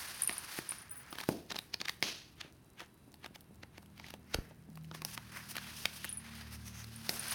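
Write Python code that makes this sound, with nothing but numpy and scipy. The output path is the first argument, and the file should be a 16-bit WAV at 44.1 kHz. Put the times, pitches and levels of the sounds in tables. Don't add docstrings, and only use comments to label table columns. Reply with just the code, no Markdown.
import sys
import numpy as np
from scipy import signal
from scipy.fft import rfft, irfft, next_fast_len
from scipy.io import wavfile

SR = 44100
rng = np.random.default_rng(int(sys.argv[2]) if len(sys.argv) > 2 else 0)


def log_audio(samples):
    frames = np.atleast_2d(samples).T
    limited = np.clip(frames, -1, 1)
    pcm = np.round(limited * 32767).astype(np.int16)
    wavfile.write(sys.argv[1], SR, pcm)


N = 323694
TIME = np.arange(N) / SR

# (time [s], level [dB], nominal cavity pitch [Hz], low knock [dB], high snap [dB], lead-in hiss [dB])
GAS_POPS = [(0.2946, -35.5, 2000, -5.5, -25, -23), (0.312, -45, 2650, -0.5, -7, -10),
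            (0.5885, -41.5, 1930, -5, -2, -24), (0.7201, -38, 1690, -24, -13, -32),
            (1.1275, -42.5, 1140, -3, -11, -24), (1.1552, -50.5, 2100, 3.5, -4, 1),
            (1.1854, -40, 1590, -13, -9, -21), (1.2046, -50.5, 1600, -4, 4, 8.5),
            (1.212, -43.5, 3770, -3, -8, -9), (1.2383, -52, 1250, -22, 2, 10),
            (1.2892, -37, 1070, 5, -2, -33), (1.5056, -40.5, 4600, -7, -28, -3.5),
            (1.5151, -39, 1110, -4.5, -27, -27), (1.5217, -43, 3870, -4, -9, 4.5),
            (1.5447, -47.5, 1570, 1, -26, -15), (1.5588, -41, 4300, -5, -19, -8),
            (1.5638, -36, 4400, -18, -21, -18), (1.5888, -37, 3950, -10, -7.5, -6),
            (1.741, -37.5, 2670, -16, -15, -17), (1.7419, -34.5, 4500, -14, -19, -7),
            (1.803, -42.5, 3580, -5, -18, -13), (1.8147, -36, 4030, -9.5, -19, -6.5),
            (1.857, -41.5, 3720, -11, -28, 2), (1.8836, -35.5, 2210, -21, -12, -6),
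            (1.895, -32.5, 1870, -18, -16, -6), (2.026, -26, 2430, -14.5, -13.5, -40),
            (2.4135, -44.5, 3640, -9.5, -30, 4), (2.796, -50, 2620, -29, -21, -12),
            (2.8048, -41.5, 1930, -11, -26, -14), (2.8167, -54, 1800, 6.5, -10, -1),
            (3.1416, -56, 4430, -3, -1, -20), (3.2447, -45, 2200, -4, -19, -8),
            (3.2615, -45, 1460, -3, -11, -6), (3.351, -58.5, 2580, -12, 0, 2),
            (3.3591, -54, 3130, 0.5, -5, 3.5), (3.4079, -63, 4230, -15, 8, -17),
            (3.634, -49, 2120, 0.5, -25, -0.5), (3.7805, -52, 2570, 2.5, -9, -1.5),
            (3.828, -64, 1400, 5, 0, -16), (3.86, -65, 3200, -9, 1, -17), (3.979, -58, 2300, -11, -5, -1),
            (3.9983, -50.5, 2270, -1, -14, -2), (4.043, -51, 2000, -6, -16, -7),
            (4.066, -53, 3300, -4, -10, -3), (4.085, -54, 3200, -6, -7, -5),
            (4.105, -48.5, 2980, -8, -4, -4), (4.1394, -45, 1400, -1.5, -10, -17),
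            (4.3437, -34, 2780, -7, -12, -3.5), (4.3448, -30, 4750, -16, -11.5, -9),
            (4.51, -64, 1700, 11.5, -14, -12), (4.7561, -62.5, 4690, -4, 5, -16),
            (4.7736, -54.5, 1250, -1, -6, -11), (4.8456, -58.5, 3300, -13, -6, -10),
            (4.9135, -48, 1490, 0.5, -25, -30), (4.949, -47, 1100, -2.5, -4.5, -1),
            (5.0196, -41, 1270, -6, -8, -33), (5.0493, -37, 5530, -8.5, 1.5, -35),
            (5.177, -38, 1210, -6, -13, -12), (5.5559, -43.5, 1370, -11, -4, -1),
            (5.567, -37, 2050, -10, -3, -9), (5.5838, -48, 1940, -15, -10, 10.5),
            (5.8545, -33, 1780, -12, -11, -15), (5.8559, -27, 2350, -22, -12, -25),
            (6.0447, -39.5, 1990, -8.5, -3, -22), (6.0499, -42, 2300, -4.5, 2, -30),
            (6.353, -54, 4500, -14, -4, -10), (6.4114, -53, 4360, -8, -9, -7),
            (6.8434, -50.5, 4360, -18, -3, -4), (7.0931, -30, 5610, -9.5, -4, -37)]
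# (time [s], level [dB], pitch [Hz], decay [s])
STEAM_SQUEAKS = [(0.0835, -36.5, 9500, 0.0019), (0.1445, -38, 9400, 0.0019), (0.1776, -40, 9470, 0.0021),
                 (0.2192, -19, 9550, 0.0023), (0.233, -22.5, 9400, 0.0017), (0.235, -21, 9300, 0.0011),
                 (0.2444, -29, 9550, 0.0013), (0.2735, -19, 9550, 0.0026), (0.3023, -37, 9700, 0.003),
                 (0.325, -31.5, 9700, 0.0016), (0.3306, -34, 10100, 0.0031), (0.34, -38, 9300, 0.0029),
                 (0.3798, -26, 9500, 0.002), (0.4445, -43.5, 9870, 0.0054), (0.69, -27, 9430, 0.0029),
                 (0.7072, -28.5, 9450, 0.0035), (0.7354, -60, 9600, 0.0052), (0.783, -42.5, 9450, 0.0048),
                 (0.8157, -47.5, 9540, 0.0092), (0.894, -45, 9100, 0.0029), (0.912, -36, 9600, 0.0024),
                 (0.956, -43, 10620, 0.0024), (0.976, -46, 10500, 0.0036), (6.091, -34.5, 9460, 0.0056),
                 (6.0999, -42, 9430, 0.0023), (6.1257, -33, 9940, 0.0057), (6.171, -35, 9780, 0.0078),
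                 (6.1867, -48, 9810, 0.0034), (6.96, -38.5, 9400, 0.0021), (7.1932, -29.5, 9300, 0.0032),
                 (7.2814, -29, 9390, 0.0015), (7.308, -30.5, 9500, 0.0046), (7.3176, -40, 9300, 0.0041)]
# (time [s], level [dB], pitch [Hz], decay [s], room send [dB])
LOG_THUMPS = [(.588, -32, 326, 0.0041, -10), (1.289, -16.5, 297, 0.0022, -3.5),
              (2.026, -32.5, 497, 0.0005, 8), (2.448, -45, 296, 0.0038, 1.5), (3.078, -47, 262, 0.006, -5),
              (3.309, -46.5, 250, 0.0062, -20), (3.509, -44.5, 195, 0.0079, -8),
              (4.139, -44, 258, 0.0015, -2), (4.346, -25.5, 450, 0.0038, -11),
              (4.351, -25.5, 69.6, 0.0065, -20), (4.387, -20.5, 63, 0.0037, -23),
              (4.688, -44, 225, 0.016, -6.5), (4.717, -51.5, 260, 0.0069, -6),
              (7.093, -35, 573, 0.00093, 5.5)]
# (time fully open [s], rise [s], hold [s], fall [s], blowing [dB], hiss [dB], fizz [dB], hiss pitch [Hz])
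GAS_JETS = [(0.0, .01, 0.022, 0.13, -57, -54.5, -52.5, 4900),
            (.52, 0.032, 0.078, 0.01, -54.5, -51.5, -54, 4500),
            (1.191, 0.017, 0.02, 0.016, -53.5, -55, -59, 4450),
            (1.287, 0.0092, 0.025, 0.063, -63, -55, -58, 4600),
            (1.552, .02, 0.081, 0.048, -65, -71, -65, 4300), (1.89, .02, .01, 0.051, -76, -58, -59, 4100),
            (2.031, 0.0018, 0.054, 0.072, -50.5, -40.5, -58, 4350),
            (2.404, 0.025, 0.06, 0.027, -61, -60.5, -81, 3500),
            (2.794, 0.012, 0.014, 0.027, -53, -54, -68, 3280),
            (3.24, 0.017, 0.016, 0.01, -61, -62, -80, 3600),
            (3.752, .02, 0.013, 0.011, -67.5, -70, -87, 3900),
            (4.043, 0.048, 0.052, 0.038, -64, -60, -74, 4220),
            (4.345, 0.051, 0.029, 0.086, -58, -63, -67.5, 4930),
            (4.944, .006, .015, 0.036, -58, -57, -63, 4800),
            (5.057, .006, 0.057, 0.027, -62, -54.5, -58.5, 5000),
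            (5.143, .015, 0.0072, 0.0057, -57, -49.5, -51, 5000),
            (5.362, 0.026, 0.018, .035, -49, -56, -57.5, 4840),
            (5.502, 0.018, .01, 0.019, -61, -49.5, -49, 4970),
            (5.621, 0.034, 0.054, 0.072, -58.5, -55, -63, 3670),
            (5.765, 0.017, 0.067, .02, -78, -52.5, -55.5, 4870),
            (5.937, 0.015, 0.031, 0.032, -70, -58, -57.5, 4800),
            (6.064, 0.052, 0.02, 0.029, -68, -51, -79, 3470),
            (6.269, 0.09, 0.18, 0.055, -58, -60, -69, 4240),
            (6.359, 0.039, .02, 0.036, -76, -56, -62.5, 4400),
            (6.529, 0.014, 0.022, 0.023, -57.5, -55.5, -56.5, 5060),
            (6.667, .02, 0.015, 0.036, -63, -53.5, -58, 5870),
            (6.774, 0.034, .05, 0.012, -57.5, -54, -62.5, 6000),
            (7.099, 0.0035, 0.043, 0.072, -59, -51, -48, 5200)]
# (time [s], blowing [dB], hiss [dB])
SEEP_LEVELS = [(0, -51.5, -50), (.35, -54.5, -53), (.75, -58, -56), (.9, -62, -69), (1.08, -58, -65.5),
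               (1.22, -61.5, -58.5), (1.45, -76, -70), (2.0, -73, -72), (2.6, -87, -80.5),
               (4.6, -80.5, -85.5), (4.88, -77, -74), (5.05, -65.5, -70), (5.35, -60.5, -60),
               (5.7, -58.5, -56.5), (6.03, -61, -55.5), (6.17, -64.5, -67), (6.9, -65.5, -61),
               (7.34, -46.5, -44)]
# (time [s], length [s], level [dB])
PORE_WHISTLES = [(0.905, 0.051, -41.5), (0.961, 0.083, -46), (1.104, 0.048, -47)]
# (time [s], firing rate [Hz])
ENGINE_RATE = [(2.6, 40.6), (3.3, 40.2), (4.2, 40.0), (4.6, 40), (5.2, 39.16), (5.8, 38.22), (6.1, 37.74),
               (7.3, 37.48)]
# (time [s], level [dB])
ENGINE_FADE = [(2.5, -87), (3.3, -75), (4.0, -66.5), (4.7, -66.5), (5.5, -64.5), (6.05, -66), (6.45, -64.5),
               (7.3, -65.5)]
# (order [x firing rate], level [dB])
ENGINE_HARMONICS = [(2, 0), (3, -0.5), (4, 0), (5, 0), (6, -3)]
# (peak time [s], half width [s], order [x firing rate], boost [dB])
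HARMONIC_SWELLS = [(4.87, 0.26, 4, 14), (5.25, 0.24, 3, 6), (5.553, 0.23, 6, 8), (6.371, .22, 6, 9.5),
                   (6.553, 0.38, 2, 10), (6.644, 0.16, 5, 7.5), (6.754, 0.39, 3, 11), (7.195, 0.53, 6, 9.5)]
# (pitch [Hz], level [dB])
BACKGROUND_TONES = [(2702, -88.5), (3919, -89)]
# (frequency [Hz], time to fall by 60 dB [s])
ROOM_DECAY = [(100, 0.3), (400, 0.48), (1500, 0.35), (5000, 0.24), (10000, 0.21), (16000, 0.74)]

# (frequency [Hz], level [dB])
CRACK_COLOUR = [(300, -20.5), (900, -5.5), (1800, -1), (3200, -4.5), (5000, -4.5), (6500, -9), (8000, -19),
                (16000, -8.5)]
KNOCK_COLOUR = [(40, -46), (130, 7), (300, 4), (600, 2), (900, 7), (1600, -35), (5000, -49)]
SNAP_COLOUR = [(3000, -45), (6500, -1.5), (8000, 6), (10000, 11), (13000, 10), (16500, 4.5)]
BLOWING_COLOUR = [(120, -50), (300, -8), (550, -4), (1000, 3), (1700, 3), (2400, 0.5), (3200, -5.5),
                  (6000, -44)]
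HISS_COLOUR = [(1500, -32), (2500, 4.5), (3100, 1.5), (4200, -5), (5400, -3), (6400, 0.5), (7500, -13),
               (11000, -3.5)]
FIZZ_COLOUR = [(4000, -5), (7000, -3), (8300, 0.5), (9600, 6.5), (11000, 2), (13000, 1.5), (16000, -3),
               (17000, -2.5)]
DRAUGHT_COLOUR = [(15, -28), (28, -13), (40, -12), (50, -6), (65, -0.5), (160, -0.5), (240, -5.5),
                  (380, -8.5), (500, -16), (850, -17.5), (1700, -23.5), (4000, -32.5), (8000, -45),
                  (16500, -43)]
SPIT_COLOUR = [(6500, -56), (8500, -13), (9700, -3), (11000, 11), (13000, 1), (16000, -27)]
THUMP_COLOUR = [(30, 5), (100, 10), (300, 10), (750, 3), (1000, -1), (3000, -61)]
TICK_COLOUR = [(500, -23), (3000, -4), (16000, 11)]


def pops(overtone_ratio=2.086, glide_s=0.0086, swell_s=0.0034, leak_s=0.01, size=3000):
    out, t = np.zeros(N), np.arange(size) / SR
    knock, snap = impulse(KNOCK_COLOUR), impulse(SNAP_COLOUR)
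    for start, db, hz, knock_db, snap_db, leak_db in GAS_POPS:
        crack = lowpass(impulse(CRACK_COLOUR, hz, focus_db=3), 9500, order=2)
        phase = phase_of(hz * (0.25 + 0.817 * np.exp(-t / glide_s)))
        overtone = amp(-4 + read(CRACK_COLOUR, overtone_ratio * hz))
        cavity = (np.sin(phase) + overtone * np.sin(overtone_ratio * phase)) * np.exp(-t / 0.0013)
        cavity = lowpass(cavity, 6800, order=4)
        add(out, start, amp(db - 2) * burst(crack, decay_s=0.0013, tearing=4.7))
        add(out, start, amp(db - 3) * burst(cavity, decay_s=0.00053, tearing=0.87))
        add(out, start, amp(db + knock_db - 1) * burst(knock, decay_s=0.0067, tearing=0.82))
        add(out, start, amp(db + snap_db - 1) * burst(snap, decay_s=0.0036, tearing=0.95))
        leak = signal.fftconvolve(rng.standard_normal(size), crack)[:size]
        leak *= (np.exp(-t / swell_s) + amp(-13) * np.exp(-t / leak_s))[::-1]
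        add(out, start - size / SR, 0.3 * amp(db + leak_db - 1) * unit(leak))
    return out


def squeaks(upper_ratio=1.075, attack_s=0.00024, follow_s=0.021, spit_db=-11, size=2000):
    out, t = np.zeros(N), np.arange(size) / SR
    spit_response = impulse(SPIT_COLOUR)
    for start, db, hz, decay in STEAM_SQUEAKS:
        upper_gain = amp(-9 + 1200 * (decay - 0.0064))
        followers = [(rng.uniform(0.26, 1) * follow_s, rng.normal(-15, 0.49), rng.normal(1.01, 0.0204))
                     for _ in range(3)]
        for delay, drop_db, detune in [(0.0011, 0, 1)] + followers:
            turns = hz * detune * t
            upper = upper_gain * np.sin(2 * np.pi * (upper_ratio * turns + rng.random()))
            tone = (np.sin(2 * np.pi * turns) + upper) * np.exp(-t / decay)
            spit = unit(signal.fftconvolve(rng.standard_normal(size), spit_response)[:size])
            squeak = tone + amp(spit_db) * spit * np.exp(-t / 0.0017)
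            add(out, start + delay, amp(db + drop_db + 2) * squeak * (1 - np.exp(-t / attack_s)))
    return out


def thumps(push_gain=0.82, swing_gain=0.71, size=4000):
    direct, send, t = np.zeros(N), np.zeros(N), np.arange(size) / SR
    thud = impulse(THUMP_COLOUR, size=2 * size)
    for start, db, hz, decay, send_db in LOG_THUMPS:
        push = lowpass(thud / thud.max(), min(3 * hz, 5000), order=1)
        swing = np.sin(2 * np.pi * hz * t) * np.exp(-t / decay)
        low_cut = signal.butter(2, 0.39 * hz, "high", fs=SR)
        thump = amp(db) * signal.lfilter(*low_cut, swing_gain * swing + push_gain * push)
        add(direct, start, thump)
        add(send, start, amp(send_db) * thump)
    return direct + room(send)


def gas(hiss_db=-1, fizz_db=3, flutter_db=1.5, flutter_hz=39, grain_db=1, grain_hz=500):
    blowing, hiss, fizz = [layer * amp(grain_db * wander(grain_hz)) for layer in seep() + jets()]
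    return (blowing + amp(hiss_db) * hiss + amp(fizz_db) * fizz) * amp(flutter_db * wander(flutter_hz))


def jets(blow_hz=1990, fizz_power=1.3, size=32768):
    out, t = np.zeros((3, N)), (np.arange(size) - size // 4) / SR
    for open_s, rise, hold, fall, blow_db, hiss_db, fizz_db, hiss_hz in GAS_JETS:
        flow = np.exp(np.minimum(t, 0) / rise - np.maximum(t - hold, 0) / fall)
        envelopes = amp(blow_db) * flow, amp(hiss_db) * flow, amp(fizz_db) * flow ** fizz_power
        for layer, envelope, sound in zip(out, envelopes, vent(blow_hz, hiss_hz, size)):
            add(layer, open_s + t[0], (envelope * sound)[open_s + t >= 0])
    return out


def seep(fizz_db=-5.5, ember_db=-79.5):
    times, blow_db, hiss_db = np.transpose(SEEP_LEVELS)
    blowing, hiss = amp(np.interp(TIME, times, blow_db)), amp(np.interp(TIME, times, hiss_db))
    fizz = np.hypot(amp(fizz_db) * hiss, amp(ember_db))
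    return np.array([blowing, hiss, fizz]) * vent(blow_hz=1666, hiss_hz=4600, size=N)


def vent(blow_hz, hiss_hz, size, top_hz=8500):
    blow_tone = unit(resonate(noise(BLOWING_COLOUR, size), blow_hz, width_hz=1200))
    hiss_tone = unit(resonate(noise(HISS_COLOUR, size), hiss_hz, width_hz=2100))
    blowing = lowpass(noise(BLOWING_COLOUR, size) + 0.85 * blow_tone, top_hz, order=3)
    hiss = lowpass(noise(HISS_COLOUR, size) + hiss_tone, top_hz, order=3)
    return unit(blowing), unit(hiss), noise(FIZZ_COLOUR, size)


def whistles(pitch_hz=16200, waver_hz=45, sizzle_hz=9650, sizzle_db=-9):
    envelope = np.zeros(N)
    for start, length, db in PORE_WHISTLES:
        progress = np.linspace(0, 1, round(length * SR))
        add(envelope, start, amp(db) * np.minimum(progress * 10, 1) * (1 - progress))
    sizzle = unit(resonate(rng.standard_normal(N), sizzle_hz, width_hz=700))
    tone = np.sin(phase_of(pitch_hz + waver_hz * wander(rate_hz=150)))
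    return envelope * (tone + amp(sizzle_db) * sizzle)


def ticks(per_s=28, level_db=-73, spread_db=3, spots=12):
    out = np.zeros(N)
    for hz in np.geomspace(3500, 14000, spots):
        strengths = amp(spread_db * np.minimum(rng.exponential(1, N), 3))
        triggers = rng.random(N) < per_s / spots / SR
        split = burst(impulse(TICK_COLOUR, hz, focus_db=11.5), decay_s=0.00043, tearing=1)
        out += signal.oaconvolve(strengths * triggers, split)[:N]
    return amp(level_db) * out


def draught(level_db=-62):
    return amp(level_db) * noise(DRAUGHT_COLOUR)


def engine(waver_db=1.9):
    phase = phase_of(np.interp(TIME, *np.transpose(ENGINE_RATE)))
    fade_db = np.interp(TIME, *np.transpose(ENGINE_FADE))
    drone = np.zeros(N)
    for order, db in ENGINE_HARMONICS:
        swell_db = sum(boost * np.exp(-((TIME - peak_s) / width) ** 2)
                       for peak_s, width, swelling, boost in HARMONIC_SWELLS if swelling == order)
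        gain = amp(fade_db + db + swell_db + waver_db * wander(rate_hz=3))
        drone += gain * np.sin(order * phase + 2 * np.pi * rng.random())
    return np.sqrt(2) * drone


def faint_tones(waver_db=3, drift_hz=6):
    out = np.zeros(N)
    for hz, db in BACKGROUND_TONES:
        gain = amp(db + waver_db * wander(rate_hz=4))
        out += gain * np.sin(phase_of(hz + drift_hz * wander(rate_hz=4)))
    return np.sqrt(2) * out


def firebox(x, predelay_s=0.0018, decay_s=0.0043, top_hz=1400, size=1500):
    t = np.arange(size) / SR
    echoes = rng.standard_normal(size) * np.exp(-t / decay_s) * (t > predelay_s)
    return signal.oaconvolve(x, lowpass(echoes / np.linalg.norm(echoes), top_hz, order=1))[:N]


def room(x, reflections=2400, size=24000):
    taps = np.zeros(size)
    taps[rng.integers(size // 100, size, reflections)] = rng.choice([-1., 1.], reflections)
    hz, t, bands = signal.stft(taps, SR, nperseg=256)
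    tail = signal.istft(bands * amp(-60 * t / read(ROOM_DECAY, hz)[:, None]), SR)[1]
    return signal.fftconvolve(x, tail / np.linalg.norm(tail))[:N]


def burst(response, decay_s, tearing, size=1500):
    t = np.arange(size) / SR
    drive = tearing * unit(rng.standard_normal(size) * np.exp(-t / decay_s)) / np.sqrt(size)
    drive[0] += 1
    sound = signal.fftconvolve(drive, response)
    return sound / np.linalg.norm(sound) * np.sqrt(.005 * SR)


def impulse(colour, centre_hz=2000, focus_db=0, size=1024):
    hz = abs(np.fft.fftfreq(size, 1 / SR))
    log_gain = np.log(amp(read(colour, hz) - focus_db * abs(np.log2((hz + 1) / centre_hz))))
    return np.fft.ifft(np.exp(np.conj(signal.hilbert(log_gain)))).real[:size // 2]


def noise(colour, size=N):
    n = next_fast_len(size, True)
    gain = amp(read(colour, np.fft.rfftfreq(n, 1 / SR)))
    return unit(irfft(rfft(rng.standard_normal(n)) * gain, n)[:size])


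def wander(rate_hz, size=N):
    n = next_fast_len(size, True)
    rolloff = 1 + (np.fft.rfftfreq(n, 1 / SR) / rate_hz) ** 2
    return unit(irfft(rfft(rng.standard_normal(n)) / rolloff, n)[:size])


def resonate(x, hz, width_hz):
    carrier = np.exp(1j * phase_of(np.full(len(x), hz)))
    pole = np.exp(-np.pi * width_hz / SR)
    return 2 * (carrier * signal.lfilter([(1 - pole) ** 2], [1, -2 * pole, pole ** 2], x / carrier)).real


def lowpass(x, hz, order):
    return signal.lfilter(*signal.butter(order, hz, fs=SR), x)


def phase_of(hz):
    return 2 * np.pi * np.cumsum(hz) / SR


def read(points, hz):
    frequencies, values = np.transpose(points)
    return np.interp(np.log(hz + 1), np.log(frequencies + 1), values)


def add(mix, start_s, sound):
    part = mix[max(round(start_s * SR), 0):][:len(sound)]
    part += sound[:len(part)]


def amp(db):
    return 10 ** (np.asarray(db) / 20)


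def unit(x):
    return x / np.sqrt(np.mean(x ** 2) + 1e-20)


def scene(firebox_db=-13, crackle_send_db=-15, steam_send_db=-9):
    crackle, steam = pops() + ticks(), squeaks()
    echoes = amp(firebox_db) * firebox(crackle)
    echoes += room(amp(crackle_send_db) * crackle + amp(steam_send_db) * steam)
    fire = crackle + steam + whistles() + gas() + thumps()
    bed = draught() + engine() + faint_tones()
    return (fire + echoes + bed)[None]


def record(dry, cutoff_hz=16750):
    high_cut = signal.firwin(255, cutoff_hz, window=("kaiser", 8), fs=SR)
    return signal.oaconvolve(dry, high_cut[None], "same")


dry = scene()
out = record(dry)
log_audio(out)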